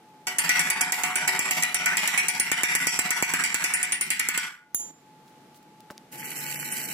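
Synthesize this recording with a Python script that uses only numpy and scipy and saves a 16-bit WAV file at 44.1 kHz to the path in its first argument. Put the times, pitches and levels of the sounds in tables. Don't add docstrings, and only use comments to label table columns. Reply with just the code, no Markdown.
import sys
import numpy as np
from scipy import signal
from scipy.fft import rfft, irfft, next_fast_len
from scipy.io import wavfile
from scipy.ndimage import uniform_filter1d, minimum_filter1d, map_coordinates

SR = 44100
rng = np.random.default_rng(int(sys.argv[2]) if len(sys.argv) > 2 else 0)


def master(y):
    cut = np.clip(np.atleast_2d(y).T, -1, 1)
    pcm = np.round(cut * 32767)
    wavfile.write(sys.argv[1], SR, pcm.astype(np.int16))


def attenuation_scalar(level_db):
    decades = np.asarray(level_db, float) / 20
    return 10 ** decades


N = 305613
T = np.arange(N) / SR
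TOP_HZ = 16800

BLOW_S = [.27, .3853, .4926, .5936, .7018, .8095, .9224, 1.0357, 1.1566, 1.2773, 1.3925, 1.5101, 1.6248,
          1.7449, 1.8594, 1.9707, 2.0759, 2.1766, 2.2844, 2.3989, 2.5165, 2.6342, 2.7515, 2.8701, 2.9907,
          3.1064, 3.2252, 3.3375, 3.4383, 3.5439, 3.6414, 3.738, 3.8294, 3.922, 4.0111, 4.104, 4.1954,
          4.2875, 4.3767]
# crack_peak_db, head_ping_db, tube_clang_db, beam_push_db
BLOWS = [(-15, -56.5, -24.5, -15), (-5.5, -21, -24.5, -4), (-6, -53, -20, -2), (-9.5, -25, -22, 5),
         (-8.5, -31.5, -22, -3), (-12.5, -27, -22.5, 0), (-8, -48.5, -25.5, -1), (-11.5, -41, -22.5, 3),
         (-8.5, -26, -24, -7), (-8.5, -49, -21, -19), (-6.5, -60.5, -24.5, -2), (-6.5, -39, -24, -1),
         (-11.5, -42, -21, -2), (-8, -24, -21, -19), (-9.5, -53, -22, -16), (-6.5, -45.5, -21.5, -3.5),
         (-6.5, -50.5, -26.5, -8), (-11, -26.5, -19.5, -14), (-7.5, -25, -24, -13.5), (-8, -21.5, -23, 7.5),
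         (-6.5, -32.5, -25.5, 7.5), (-5.5, -47.5, -25, 1.5), (-6.5, -35.5, -26, 2.5), (-7, -33, -27, 8.5),
         (-6.5, -33, -28, 8), (-6.5, -40, -27.5, -1), (-6.5, -59.5, -26.5, 3.5), (-7.5, -64, -24.5, -2),
         (-12, -31.5, -22.5, -9), (-6, -41.5, -28, 0.5), (-9, -34.5, -24, 2.5), (-10, -23, -24.5, -11),
         (-12, -23, -24.5, -17), (-15.5, -22.5, -23.5, -19), (-11, -22.5, -28.5, 2),
         (-11.5, -28, -21.5, -12), (-10.5, -37, -22, -9), (-5, -38.5, -23, 1), (-7, -38.5, -24.5, -2.5)]
# start_s, crack_peak_db, head_ping_db, tube_clang_db, beam_push_db
STRIKES = np.column_stack([BLOW_S, BLOWS])
GRIP = [-20.0, 31, -120.0, -89, 159, 30.0, -62, 190.0, 60.0, 40.0, -110.0, -60.0, 249, -150.0, -380.0, 81,
        180.0, 10.0, -19, 50.0, 70.0, -230.0, 60.0, 21, 90.0, -350.0, 120.5, 80.0, 30.0, 20.0, 40.0, 89.5,
        -300.0, 110.0, 70.5, 60.0, 0.0, 20.0, 30.0]
# time_s, way_from_thin_wall (0-1), way_onto_flange (0-1)
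SPOT = [
    (.4, 0.22, 0.26),
    (1.2, 0.04, 0.06),
    (1.7, 0.16, 0.26),
    (2.7, 0.28, 0.65),
    (3.2, 0.16, 0.43),
    (3.7, 0.23, 0.51),
    (4.15, 0.41, 0.49),
    (4.22, 1, 0.91),
    (4.47, 0.35, 0.78),
]
# start_s, peak_db
REBOUNDS = [(0.2756, -25), (.283, -11.5), (.5003, -21), (0.706, 3.5), (0.8146, 9.5), (1.042, -17.5),
            (1.0545, -16), (1.2872, -30), (1.4035, -33), (1.635, 7), (2.1858, -20.5), (2.2866, -14.5),
            (2.3991, 12), (2.7575, -3), (2.996, -5.5), (3.3444, -22.5), (4.1073, -7), (4.1981, -0.5)]
# pitch_hz, level_db (per Hz)
CRACK = [(180, -46), (300, -35), (1230, -10), (2250, -44), (5050, -21.5), (7430, 6), (8360, -3.5),
         (9560, 7), (11700, 0.5), (14800, -20), (16600, -42)]
HEAD_HZ = [9229, 10004, 12300, 13650, 14940]
# level_db, t60_s
HEAD = [(5, 0.11), (-8, 0.1), (-34, 0.071), (-33.5, .15), (-21.5, .12)]
# pitch_hz, level_db, t60_s
TIP = [(14850, -20.5, .03), (14310, -22.5, 0.042), (15100, -20, .008)]
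# pitch_hz, level_db, t60_s
BEAM = [(159, -12, 0.0079), (220, 16, 0.0072), (402, -6, 0.019), (633, -19.5, 0.0064)]
# start_s, peak_db, thud_over_peak_db
LAID = [
    (4.7465, -9, -28.5),
]
FREE_HZ = [2848, 3670, 6277, 6723, 7186, 8349, 9014, 8933, 10595, 11341, 13640, 14937, 10800, 14900, 11900,
           13150]
# level_db, t60_s
FREE = [(-24, 0.25), (-23, 0.045), (-7.5, .4), (-2, 0.29), (-6.5, 0.45), (-22, .1), (-16, 0.17),
        (-11.5, 0.16), (1.5, .18), (-20, .5), (-22.5, 0.65), (-5.5, 0.17), (10, 0.0127), (8, .03),
        (-3.5, 0.036), (-25, .2)]
TUBE_HZ = [170, 262, 378, 636, 733, 858, 894, 926, 947, 1141, 1345, 1474, 1569, 1723, 1803, 1948, 1990,
           2092, 2123, 2254, 2389, 2480, 2744, 2930, 3252, 4673, 5398, 5710, 7590, 7715]
# level_db, t60_s
TUBE_RING = [(-2, 0.13), (-6, 0.4), (-10, 0.35), (-23, 0.65), (-11, 0.86), (-15, 0.3), (-14, 1),
             (-16, 0.41), (-14.5, 0.72), (-22.5, 0.41), (-26, 0.84), (-4, 0.57), (-29.5, 0.78),
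             (-18.5, 0.26), (-14, 0.48), (1.5, 0.36), (-6.5, 0.31), (-10.5, 0.57), (-7.5, 0.93), (2, 0.28),
             (-3.5, 0.33), (-5, 0.59), (-6, 1), (-9.5, 0.43), (-23.5, 0.99), (-10.5, 0.24), (-17.5, 0.043),
             (-12, 0.031), (-14, 0.13), (-10.5, 0.12)]
TUBE_PAN = [2, -2, 0, -6, 2, -2, 2, 2.5, 9.5, 0.5, 0.5, 5.5, 1.5, 1, 2.5, 11, -8, -15, 9, -2, 11.5, 10.5, 2,
            3, 23, 9, -1, -6, -8, -4]
# pitch_hz, level_db (per Hz)
DENSE = [(53, -65), (90, -25), (173, 3.5), (538, -30.5), (869, -16), (1030, -16), (1950, -4), (3910, -19.5),
         (6750, -19), (7690, -13.5), (8770, -22.5), (10700, -18), (13600, -24), (15100, -23.5),
         (16500, -54)]
# pitch_hz, level_db, t60_s, left_minus_right_db
MORE_TUBE_MODES = [(1508, -11.5, 0.1, 14), (1830, -23, 0.15, 2), (1814, -7.5, 0.26, 18.5), (1742, -6, 0.23, -5),
                   (2256, -6.5, 0.44, 23), (2297, 0.5, 0.33, -0.5), (2540, -7.5, 0.22, 4), (2670, -3, .3, 1),
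                   (2581, -28, .3, 1.5), (2680, -13, 0.2, -11), (6490, -9, 0.045, -23), (7920, -10.5, 0.052, -4.5)]
# pitch_hz, level_db, t60_s
LINGER = [(1180, -43, 0.35), (1450, -43, .65), (1465, -33, 0.31), (2020, -43, 0.46)]
# low_hz, high_hz
PART_HZ = [(110, 420), (550, 800), (800, 1150), (1150, 1640), (1640, 3400), (3560, TOP_HZ)]
# beam_db, belly_db, wall_db, flange_db, high_db
FAVOURS = [(1.0, 9.0, 4, 1, -2), (0.5, 2, 2, -5, 0.5), (-2.5, 0, -0.5, 1, -3), (4.5, 0.5, 0.5, 6.5, -1.0),
           (-0.5, -3.5, -0.5, -1.5, -6.5), (3.5, -6, 6.0, -2.5, -2), (-5, 2.5, 0, 2.5, 1.5),
           (4, -6, 5, -2, -2), (5.5, 2.5, -8, -3.5, -2), (-3.5, 2, -3, -1.5, -2.0),
           (-3.5, 3, -3.5, -4.0, -1), (0.5, 2, 2.5, -6, 1), (-1.5, 0.5, -6.5, -4, -4),
           (-2.5, -1, -10.5, -11.5, -6), (3.5, 0.5, -5.5, 19, -2.5), (0, 6.5, -8, 4, -2.5),
           (3, 4, 8, 6, 2.5), (0, 3, -14, -10, -4.5), (-2.5, 6.5, -12, -7, -0.5), (0.5, -4, -3, -5, -3.5),
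           (2, 6, -11, 10.5, 1), (2, 4.5, -3.5, 3.5, 1.5), (7, 3.5, -1.5, 4, 3), (5, 3, -2.5, 5, 4),
           (8, 6, 1, 9, 2.5), (2, -0.5, -4, 15, 2.5), (4, -1.5, 2.5, 5.5, 1.5), (8.5, -7.5, -1, 12, 1.5),
           (5.5, -7, 1, -3.5, -0.5), (1, 4, 2.5, 6, 2), (2.5, 0, 4.5, 1.5, 0), (-0.5, 6, -16, 5.5, -0.5),
           (1, 1.5, 3, -14, -2.5), (-0.5, -2, -1, -13.5, -5.5), (9, -7, -1.5, 3, 0),
           (1.0, -13, 0, -7, -3.5), (6, -11, -3, -2, 0), (3, -3, -2, -1, -1), (2.5, 2.0, 1, 0.5, 1)]
# pitch_hz, level_db (per Hz)
BRISTLE = [(1100, -59), (1500, -1), (2500, -1.5), (3050, 1), (3300, -14.5), (3950, -8), (4200, -4.5),
           (4500, -4), (5100, -9.5), (5700, -2.5), (7000, -10), (9000, -5), (12500, 0.2), (15600, -6),
           (15900, -55.5)]
# pitch_hz, width_hz, level_db
SCRUBBED = [(7540, 480, 7), (9540, 62, -4.5)]
# time_s, hiss_db
PRESSURE = [
    (6.11, -59.5),
    (6.124, -47.5),
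    (6.264, -41.5),
    (6.35, -42),
    (6.364, -40),
    (6.712, -39),
    (6.728, -41),
    (6.746, -37),
    (6.92, -40),
]
# time_s, dip_db
TURNS = [(6.172, -8), (6.232, -10), (6.292, -6), (6.348, -7), (6.462, -5), (6.53, -3), (6.585, -7),
         (6.642, -7), (6.702, -6), (6.757, -5), (6.82, -6), (6.88, -6)]
# start_s, peak_db
SNAPS = [(6.1256, -31), (6.1817, -28), (6.2367, -36), (6.3268, -30), (6.364, -30), (6.363, -28),
         (6.4843, -34), (6.5976, -19.5), (6.651, -27), (6.8316, -31), (6.8875, -27)]
# start_s, peak_db, knock_db, t60_s, knock_hz
TICKS = [
    (4.6079, -71, -70.5, 0.016, 1500),
    (5.2808, -59, -58.5, 0.023, 3000),
    (5.5453, -56, -61.5, 0.028, 3000),
    (5.8047, -50, -69, 0.02, 1995),
    (5.903, -62, -44, 0.015, 1600),
    (5.9075, -62, -42.5, 0.091, 600),
    (5.9801, -60, -41, 0.0057, 4690),
    (5.908, -60, -51, 0.028, 5500),
]
# time_s, half_length_s, level_db
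SCUFFS = [
    (5.288, .035, -65.5),
    (5.565, .02, -56.5),
    (5.63, 0.0032, -60),
    (5.806, .002, -54),
    (5.915, 0.01, -54),
]
# start_s, level_db, sign
PUSHES = [
    (5.9034, -30, -1.06),
    (5.9076, -32, 1),
]
# pitch_hz, level_db (per Hz)
YARD = [(15, -67), (25, -57), (146, 0.5), (358, -5.5), (389, -9), (496, -9.5), (568, -15), (878, -9),
        (1030, -19), (1120, -16.5), (2150, -20), (15200, -34.5), (15500, -60)]
# pitch_hz, likeness
YARD_ALIKE = [(60, 0.92), (240, 1), (950, 0.6), (3770, -0.05), (15000, 0.081)]
# from_s, to_s
LOUD_S = [
    (.3, 4.53),
    (4.796, 4.911),
    (6.13, 7),
]
# lift_at_start_db, lift_at_end_db, dip_afterwards_db
LOUD = [
    (0, -4.5, -16),
    (6, 2.5, -4.5),
    (8.5, 8.5, 0),
]
# pitch_hz, likeness
ALIKE = [(60, 0.45), (130, 0.91), (290, 0.72), (640, 0.92), (1410, 0.95), (3100, -0.57), (6820, 0.11),
         (15000, -0.59)]
# pitch_hz, lead_rad
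LEAD = [(0, 0.5), (1460, 0.61), (1890, 2), (2410, -3.5), (3270, -1.46), (5430, -3.5), (6290, -15.5),
        (6980, -14), (8960, -11), (9220, -11.5), (10200, -6.5), (13400, 4), (15200, -7), (16400, -12.5)]
# pitch_hz, left_minus_right_db
LEAN = [(60, -3), (300, -1.5), (700, -1), (1300, 0), (2300, -1.2), (3500, -2), (5000, -2), (6500, -2),
        (7600, -11), (9200, 2.5), (11000, 0), (15000, -3)]
# pitch_hz, threshold_db
MASKED = [(3000, -40), (3500, -14), (5200, -14), (6000, -22), (8800, -17), (11000, -16), (12500, -12),
          (13400, -8), (14000, -13), (15200, -13), (15600, -4)]
# pitch_hz, threshold_db
SHADED = [(2900, -40), (3150, -4), (4100, -2.5), (4300, -5), (4700, -3.5), (5300, -4), (5600, -8),
          (6200, -10), (7000, -40)]

THUD_DB, THUD_PER_PING, THUD_FLANGE_DB, THUD_AWAY_DB = -39, -0.35, 13, -12.5
EDGE_HZ, EDGE_DB, EDGE_T60 = 7550, -5, 0.004
FIRST_TOUCH, PING_LIFT_DB = 9, 4
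BUMP_S, BUMP_DB = 6.722, -29.5
WALL_DB, WALL_SPAN_DB, FLANGE_DB, FLANGE_SPAN_DB = -0.5, -48, -32.5, 41
HIGH_DB, SHIFT_DB = -5, -10.5
CLANG_RISE_S, CLANG_LAG_DB = .01, -4.5
STEADY_HZ = 1670
STOP_S, STOP_DB_PER_S, FLANGE_STOP_DB_PER_S = 4.444, 106, 60
RECOVERY_DB, RECOVERY_PER_DB, RECOVERY_PER_S = 5.5, 1.09, 36
AHEAD_DB, AHEAD_HIGH_DB, AHEAD_S = -2.5, -6, .004
DUCK_LOW_DB = -4.5
BRUSH_S, BRISTLE_RISE_S, RUNG_RISE_S, HUM_RISE_S = 6.108, 0.015, 0.1, 0.027
YARD_DB, MOTOR_DB, MOTOR_HZ, SETTLE_S = -54, -55.5, 860, 0.19
SHAKE_DB, SHAKE_HZ, SHAKE_S = -44, 160, .03
CEILING, LOOK_S = .5, .0003
FRAME_LEAD = 468


def hammer():
    out = np.zeros((2, N))
    hammer_blows(out)
    for s, db in REBOUNDS:
        add(out, s - .001, attenuation_scalar(db - 4) * crack(.014, snap=.4))
    hammer_laid_down(out)
    add(out, BUMP_S, attenuation_scalar(BUMP_DB) * ring(np.column_stack([HEAD_HZ, HEAD]), 0.71)[0])
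    add(out, STOP_S, ring(LINGER, 0)[0] * (1 - np.exp(-T[:SR // 2] / .02)))
    return out


def hammer_blows(out):
    age, spots = T[:SR // 2], curves(SPOT)
    pings = ring(np.column_stack([HEAD_HZ, HEAD]), 0.71, count=len(STRIKES))
    thuds = ring(BEAM, 0)[0]
    edge = ring([(EDGE_HZ, EDGE_DB, EDGE_T60)] + TIP, 0)[0]
    let_go_db = PING_LIFT_DB * np.clip((age - .048) / 0.011, 0, 1)
    for (s, db, ping_db, _, push_db), ping, grip in zip(STRIKES, pings, GRIP):
        away, across = (spot[round(s * SR)] for spot in spots)
        thud_db = THUD_DB + THUD_PER_PING * (ping_db + 39.0) + push_db
        thud_db = thud_db + THUD_FLANGE_DB * across + THUD_AWAY_DB * away
        lean = attenuation_scalar(4.6 * rng.standard_normal() * np.array([[1], [-1]]))
        push = attenuation_scalar(db + thud_db + 14.5) * (pulse(0.00013) + pulse(0.00015))
        add(out, s - .001, attenuation_scalar(db - 2.5) * crack(0.032, snap=0.3) + push)
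        held_db = ping_db + 0.5 + grip * np.minimum(age, .06) + let_go_db
        add(out, s, attenuation_scalar(held_db) * ping + attenuation_scalar(db) * edge + attenuation_scalar(db + thud_db) * lean * thuds)
        add(out, s, attenuation_scalar(db + thud_db + 11.0) * pulse(0.00043) / lean)


def hammer_laid_down(out):
    age, thuds = T[:SR // 2], ring(BEAM, 0)[0]
    for s, db, thud_db in LAID:
        gain_db = 6 * np.clip((age - .05) / 0.001, 0, 1) - 7 * np.clip((age - .165) / 0.0035, 0, 1)
        buzz = attenuation_scalar(-17.5 - 60 * age / .4) * filtered(rng.standard_normal(len(age)), band(2300, 6200))
        free = ring(np.column_stack([FREE_HZ, FREE]), 0)[0]
        add(out, s - .001, attenuation_scalar(db - 20.5) * crack(.005, snap=1.9) + attenuation_scalar(db + thud_db + 6.0) * pulse(0.00018))
        add(out, s, attenuation_scalar(db - 17.0 + gain_db) * (free + buzz) + attenuation_scalar(db + thud_db) * thuds)


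def crack(t60, snap):
    t = T[:SR // 8]
    grain = attenuation_scalar(4 * rng.standard_normal(len(t) // 8 + 1).repeat(8)[:len(t)])
    decay = 1.2 * attenuation_scalar(-60 * t / .002) + attenuation_scalar(-180 * t / t60) + .4 * attenuation_scalar(-45 * t / t60)
    burst = rng.standard_normal(len(t)) * grain * decay * (1 - np.exp(-t / .00015))
    burst[6] = FIRST_TOUCH
    burst = filtered(np.roll(burst, 40), lambda hz: attenuation_scalar(along(CRACK, hz)))
    burst = burst * np.clip((t - .0007) / .0003, 0, 1)
    return burst / abs(burst).max() + snap * pulse(.00006)


def pulse(width):
    u = (T[:SR // 8] - .0013) / width
    return -(1 - u ** 2) * np.exp(-u ** 2 / 2)


def ring(modes, scatter_db, count=1, pan_db=None):
    t = T[:SR // 2]
    hz, db, t60 = np.transpose(modes)[..., None]
    luck = rng.standard_normal((count, 2, len(modes)))
    flip = np.where((scatter_db > 0) & (luck[:, 1] < -1.1), -1, 1)
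    sign = flip * (-1) ** np.arange(len(modes))
    strength = sign * attenuation_scalar(scatter_db * np.minimum(hz.T / STEADY_HZ, 1) * luck[:, 0])
    if pan_db is not None:
        strength = strength[:, None] * attenuation_scalar(np.outer([.5, -.5], pan_db))
    return strength @ (attenuation_scalar(db - 60 * t / t60) * np.sin(2 * np.pi * hz * t))


def clang():
    s, crack_db, _, clang_db, _ = np.transpose(STRIKES)
    pause = np.diff(s, append=2 * s[-1] - s[-2])
    recovery_db = RECOVERY_DB + RECOVERY_PER_DB * (crack_db - crack_db.mean())
    recovery_db = recovery_db + RECOVERY_PER_S * (pause - pause.mean())
    last = np.maximum(np.searchsorted(s, T) - 1, 0)
    age = T - s[last]
    released = np.clip((age - .048) / 0.017, 0, 1)
    ahead = np.exp(-abs(np.append(s[1:], 2 * T[-1])[last] - T) / AHEAD_S)
    level_db = clang_db[last] - 7.0 - 90 * age + recovery_db[last] * released + AHEAD_DB * ahead

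    away, across = curves(SPOT)
    stopped = np.maximum(T - STOP_S, 0)
    damping_db = SHIFT_DB * across ** 4 - STOP_DB_PER_S * stopped
    low_db = WALL_DB + WALL_SPAN_DB * away
    flange_db = FLANGE_DB + FLANGE_SPAN_DB * across
    flange_db = flange_db + (STOP_DB_PER_S - FLANGE_STOP_DB_PER_S) * stopped

    sound = tube_rattle(s) + attenuation_scalar(-5) * tube_strikes(s)
    parts = filtered(sound, lambda hz: np.array([[band(*edges)(hz)] for edges in PART_HZ]))
    beam, belly, wall, flange, main, high = map(unit, parts)
    favour = attenuation_scalar(uniform_filter1d(np.transpose(FAVOURS)[:, last], size=90))[:, None]
    beam, belly, wall, flange, high = favour * [beam, belly, wall, flange, high]
    main = main * attenuation_scalar(CLANG_LAG_DB * np.exp(-np.abs(age) / CLANG_RISE_S))
    early = attenuation_scalar(9.3 * np.exp(-np.abs(age) / 0.057) + AHEAD_HIGH_DB * ahead)
    ducked = attenuation_scalar(DUCK_LOW_DB * (1.5 - released))
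    mix = attenuation_scalar(low_db) * ducked * wall + attenuation_scalar(flange_db) * flange + main
    mix = mix + ducked * (attenuation_scalar(-13.0) * beam + attenuation_scalar(-3.0 + 0.96 * low_db) * belly)
    mix = mix + attenuation_scalar(HIGH_DB) * early * high
    return (age > 0) * attenuation_scalar(level_db + damping_db) * mix


def tube_strikes(moments):
    struck = np.zeros((2, N))
    modes = np.vstack([np.column_stack([TUBE_HZ, TUBE_RING, TUBE_PAN]), MORE_TUBE_MODES])
    strikes = ring(modes[:, :3], 3.7, count=len(moments), pan_db=modes[:, 3])
    for at, strike in zip(moments, strikes):
        add(struck, at, strike)
    return struck


def tube_rattle(moments):
    force = spread(chatter(grain_db=1.8, rate=260), ALIKE)
    return unit(tube(patchy(force, depth_db=4, moments=moments), sharp_db=3))


def tube(force, sharp_db):
    modes = [(hz, np.log(1000) / (np.pi * t60), db + sharp_db) for hz, (db, t60) in zip(TUBE_HZ, TUBE_RING)]
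    sharp = resonances(modes)
    return filtered(force, lambda f: sharp(f) + attenuation_scalar(along(DENSE, f)))


def chatter(grain_db, rate):
    return rng.standard_normal((2, N)) * attenuation_scalar(grain_db * wobble(rate))


def patchy(x, depth_db, moments):
    hz, t, z = signal.stft(x, SR, nperseg=512)
    field = uniform_filter1d(rng.standard_normal((len(moments) + 1, z.shape[1])), size=2, axis=1)
    strength = unit(field)[np.searchsorted(moments, t)].T
    gain = attenuation_scalar(depth_db * np.minimum(hz / STEADY_HZ, 1)[:, None] * strength)
    return signal.istft(z * gain, SR, nperseg=512)[1][:, :N]


def brush():
    rise = lambda tau: 1 - np.exp(-np.maximum(T - BRUSH_S, 0) / tau)
    colour = lambda hz: attenuation_scalar(along(BRISTLE, hz)) * (1 + resonances(SCRUBBED)(hz))
    flicks = spread(chatter(grain_db=2.5, rate=350), ALIKE)
    hiss = unit(filtered(patchy(flicks, depth_db=2.2, moments=np.transpose(TURNS)[0]), colour))
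    rung = tube(spread(chatter(grain_db=6.5, rate=300), ALIKE), sharp_db=10.5)
    rung = unit(filtered(rung, band(1300, 3800)))
    hum = unit(filtered(chatter(grain_db=1, rate=30), resonances([(290, 160, -9)])))
    hum_phase = 2 * np.pi * np.cumsum(148 + 2.48 * wobble(6)) / SR
    hum = hum + attenuation_scalar(15 + 2.0 * wobble(8)) * np.sin(hum_phase)
    pause_db = sum(dip_db * np.exp(-((T - s) / np.where(T < s, .016, .006)) ** 2) for s, dip_db in TURNS)
    mix = attenuation_scalar(pause_db + curves(PRESSURE)[0] + 5.5) * rise(BRISTLE_RISE_S) * hiss
    mix = mix + attenuation_scalar(-41.0) * rise(RUNG_RISE_S) * rung
    for s, db in SNAPS:
        add(mix, s - .001, attenuation_scalar(db - 6.5) * crack(0.069, snap=0))
    return mix + attenuation_scalar(-49.5) * rise(HUM_RISE_S) * unit(spread(hum, ALIKE))


def handling():
    out, thuds = np.zeros((2, N)), ring(BEAM, 0)[0][:SR // 8]
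    for s, db, knock_db, t60, hz in TICKS:
        burst = rng.standard_normal(SR // 8) * attenuation_scalar(-60 * T[:SR // 8] / t60)
        knock = filtered(burst, resonances([(hz, 0.5 * hz, 0)]))
        thud = attenuation_scalar(knock_db - 2.5) * (900 / hz) ** 2 * thuds
        add(out, s - .001, attenuation_scalar(db) * crack(t60, snap=2.5) + attenuation_scalar(knock_db + 15.0) * knock + thud)
    for s, db, sign in PUSHES:
        add(out, s - .0013, sign * attenuation_scalar(db) * pulse(0.00017))
    rub = sum(attenuation_scalar(db) * np.exp(-((T - s) / half) ** 2) for s, half, db in SCUFFS)
    return out + rub * unit(filtered(chatter(grain_db=2.5, rate=380), band(3800, 15000)))


def yard():
    gain_db = np.zeros(N)
    for (a, b), (*lift_db, dip_db) in zip(LOUD_S, LOUD):
        gain_db += np.interp(T, (a, b), lift_db, 0, 0)
        gain_db += dip_db * (T > b) * np.exp(-abs(T - b) / SETTLE_S)
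    noise = spread(rng.standard_normal((2, N)), YARD_ALIKE)
    noise = unit(filtered(noise, lambda hz: attenuation_scalar(along(YARD, hz))))
    whine = np.sin(2 * np.pi * np.cumsum(MOTOR_HZ + 2.81 * wobble(9.0)) / SR)
    return attenuation_scalar(gain_db) * (attenuation_scalar(YARD_DB + 0.9 * wobble(5)) * noise + attenuation_scalar(MOTOR_DB + 2.5 * wobble(12)) * whine)


def unit(x):
    return x / np.sqrt(np.mean(x ** 2) + 1e-20)


def along(points, hz):
    f, v = np.transpose(points)
    return np.interp(np.log(hz + 1), np.log(f + 1), v)


def curves(rows):
    s, *cols = np.transpose(rows)
    return [np.interp(T, s, c) for c in cols]


def wobble(rate):
    knots = rng.standard_normal(int(N * rate / SR) + 4)
    return map_coordinates(knots, [T[::16] * rate]).repeat(16)[:N]


def filtered(x, response):
    m = next_fast_len(x.shape[-1] + 8192, True)
    return irfft(rfft(x, m) * response(np.fft.rfftfreq(m, 1 / SR)), m)[..., :x.shape[-1]]


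def band(lo_hz, hi_hz):
    return lambda hz: 1 / np.sqrt((1 + (lo_hz / (hz + 1)) ** 8) * (1 + (hz / hi_hz) ** 8))


def resonances(modes):
    return lambda f: sum(attenuation_scalar(db) * 1j * f * w / (c * c - f * f + 1j * f * w) for c, w, db in modes)


def add(track, s, sound):
    part = track[..., round(s * SR):][..., :sound.shape[-1]]
    part += sound[..., :part.shape[-1]]


def spread(pair, alike):
    turn = lambda hz: np.arccos(np.clip(along(alike, hz), -1, 1)) / 2
    mid, side = filtered(pair, lambda hz: np.array([np.cos(turn(hz)), np.sin(turn(hz))]))
    return np.array([mid + side, mid - side])


def ports(stereo):
    side = np.array([[.5], [-.5]])
    level = lambda hz: attenuation_scalar(side * along(LEAN, hz))
    phase = lambda hz: np.exp(1j * side * np.interp(hz, *np.transpose(LEAD)))
    return filtered(stereo, lambda hz: level(hz) * phase(hz))


def limited(x):
    size = round(LOOK_S * SR)
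    need = np.minimum(CEILING / (abs(x).max(0) + 1e-9), 1)
    return x * uniform_filter1d(minimum_filter1d(need, size=2 * size + 1), size=size)


def thinned(x, size=2048, count=16):
    early = np.pad(x, ((0, 0), (FRAME_LEAD, 0)))
    hz, _, z = signal.stft(early, SR, window="cosine", nperseg=size)
    hz, power = hz[:-1], (abs(z[:, :-1]) ** 2).mean(0)
    bands = np.repeat(power.reshape(-1, count, power.shape[1]).mean(1), count, 0)
    mean = bands.mean(0)
    treble = np.median(bands[(hz > 5500) & (hz < 15000)], 0)
    under_mean = attenuation_scalar(2 * along(MASKED, hz))[:, None] * mean
    under_treble = attenuation_scalar(2 * along(SHADED, hz))[:, None] * treble
    limit = np.maximum(under_mean, under_treble)
    luck = uniform_filter1d(rng.standard_normal((len(hz) // count, len(treble))), 2)
    limit = limit * np.repeat(attenuation_scalar(7 * luck), count, 0)
    top = bands[hz > 9500].mean(0)
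    steady = (treble < 3.5 * np.roll(treble, 1)) & (top < 6 * np.roll(top, 1))
    limit = limit * (mean > attenuation_scalar(-144)) * steady
    z[:, :-1] *= (bands > limit) | (power > 5.5 * limit)
    return signal.istft(z, SR, window="cosine", nperseg=size)[1][:, FRAME_LEAD:][:, :N]


def scene():
    return ports(clang() + hammer() + brush()) + handling() + yard()


def band_limit(x):
    return signal.sosfilt(signal.butter(12, 16800, fs=SR, output="sos"), x)


def record(dry):
    loudness = np.sqrt(abs(uniform_filter1d(dry ** 2, round(SHAKE_S * SR))))
    air = unit(filtered(rng.standard_normal((2, N)), lambda hz: 1 / (1 + (hz / SHAKE_HZ) ** 2)))
    air = (attenuation_scalar(-85) + attenuation_scalar(SHAKE_DB) * loudness) * air
    heard = filtered(dry, lambda hz: (hz < TOP_HZ) * (1j * hz / (110 + 1j * hz)) ** 2)
    mix = thinned(limited(heard + air))
    return band_limit(mix)


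dry = scene()
out = record(dry)
master(out)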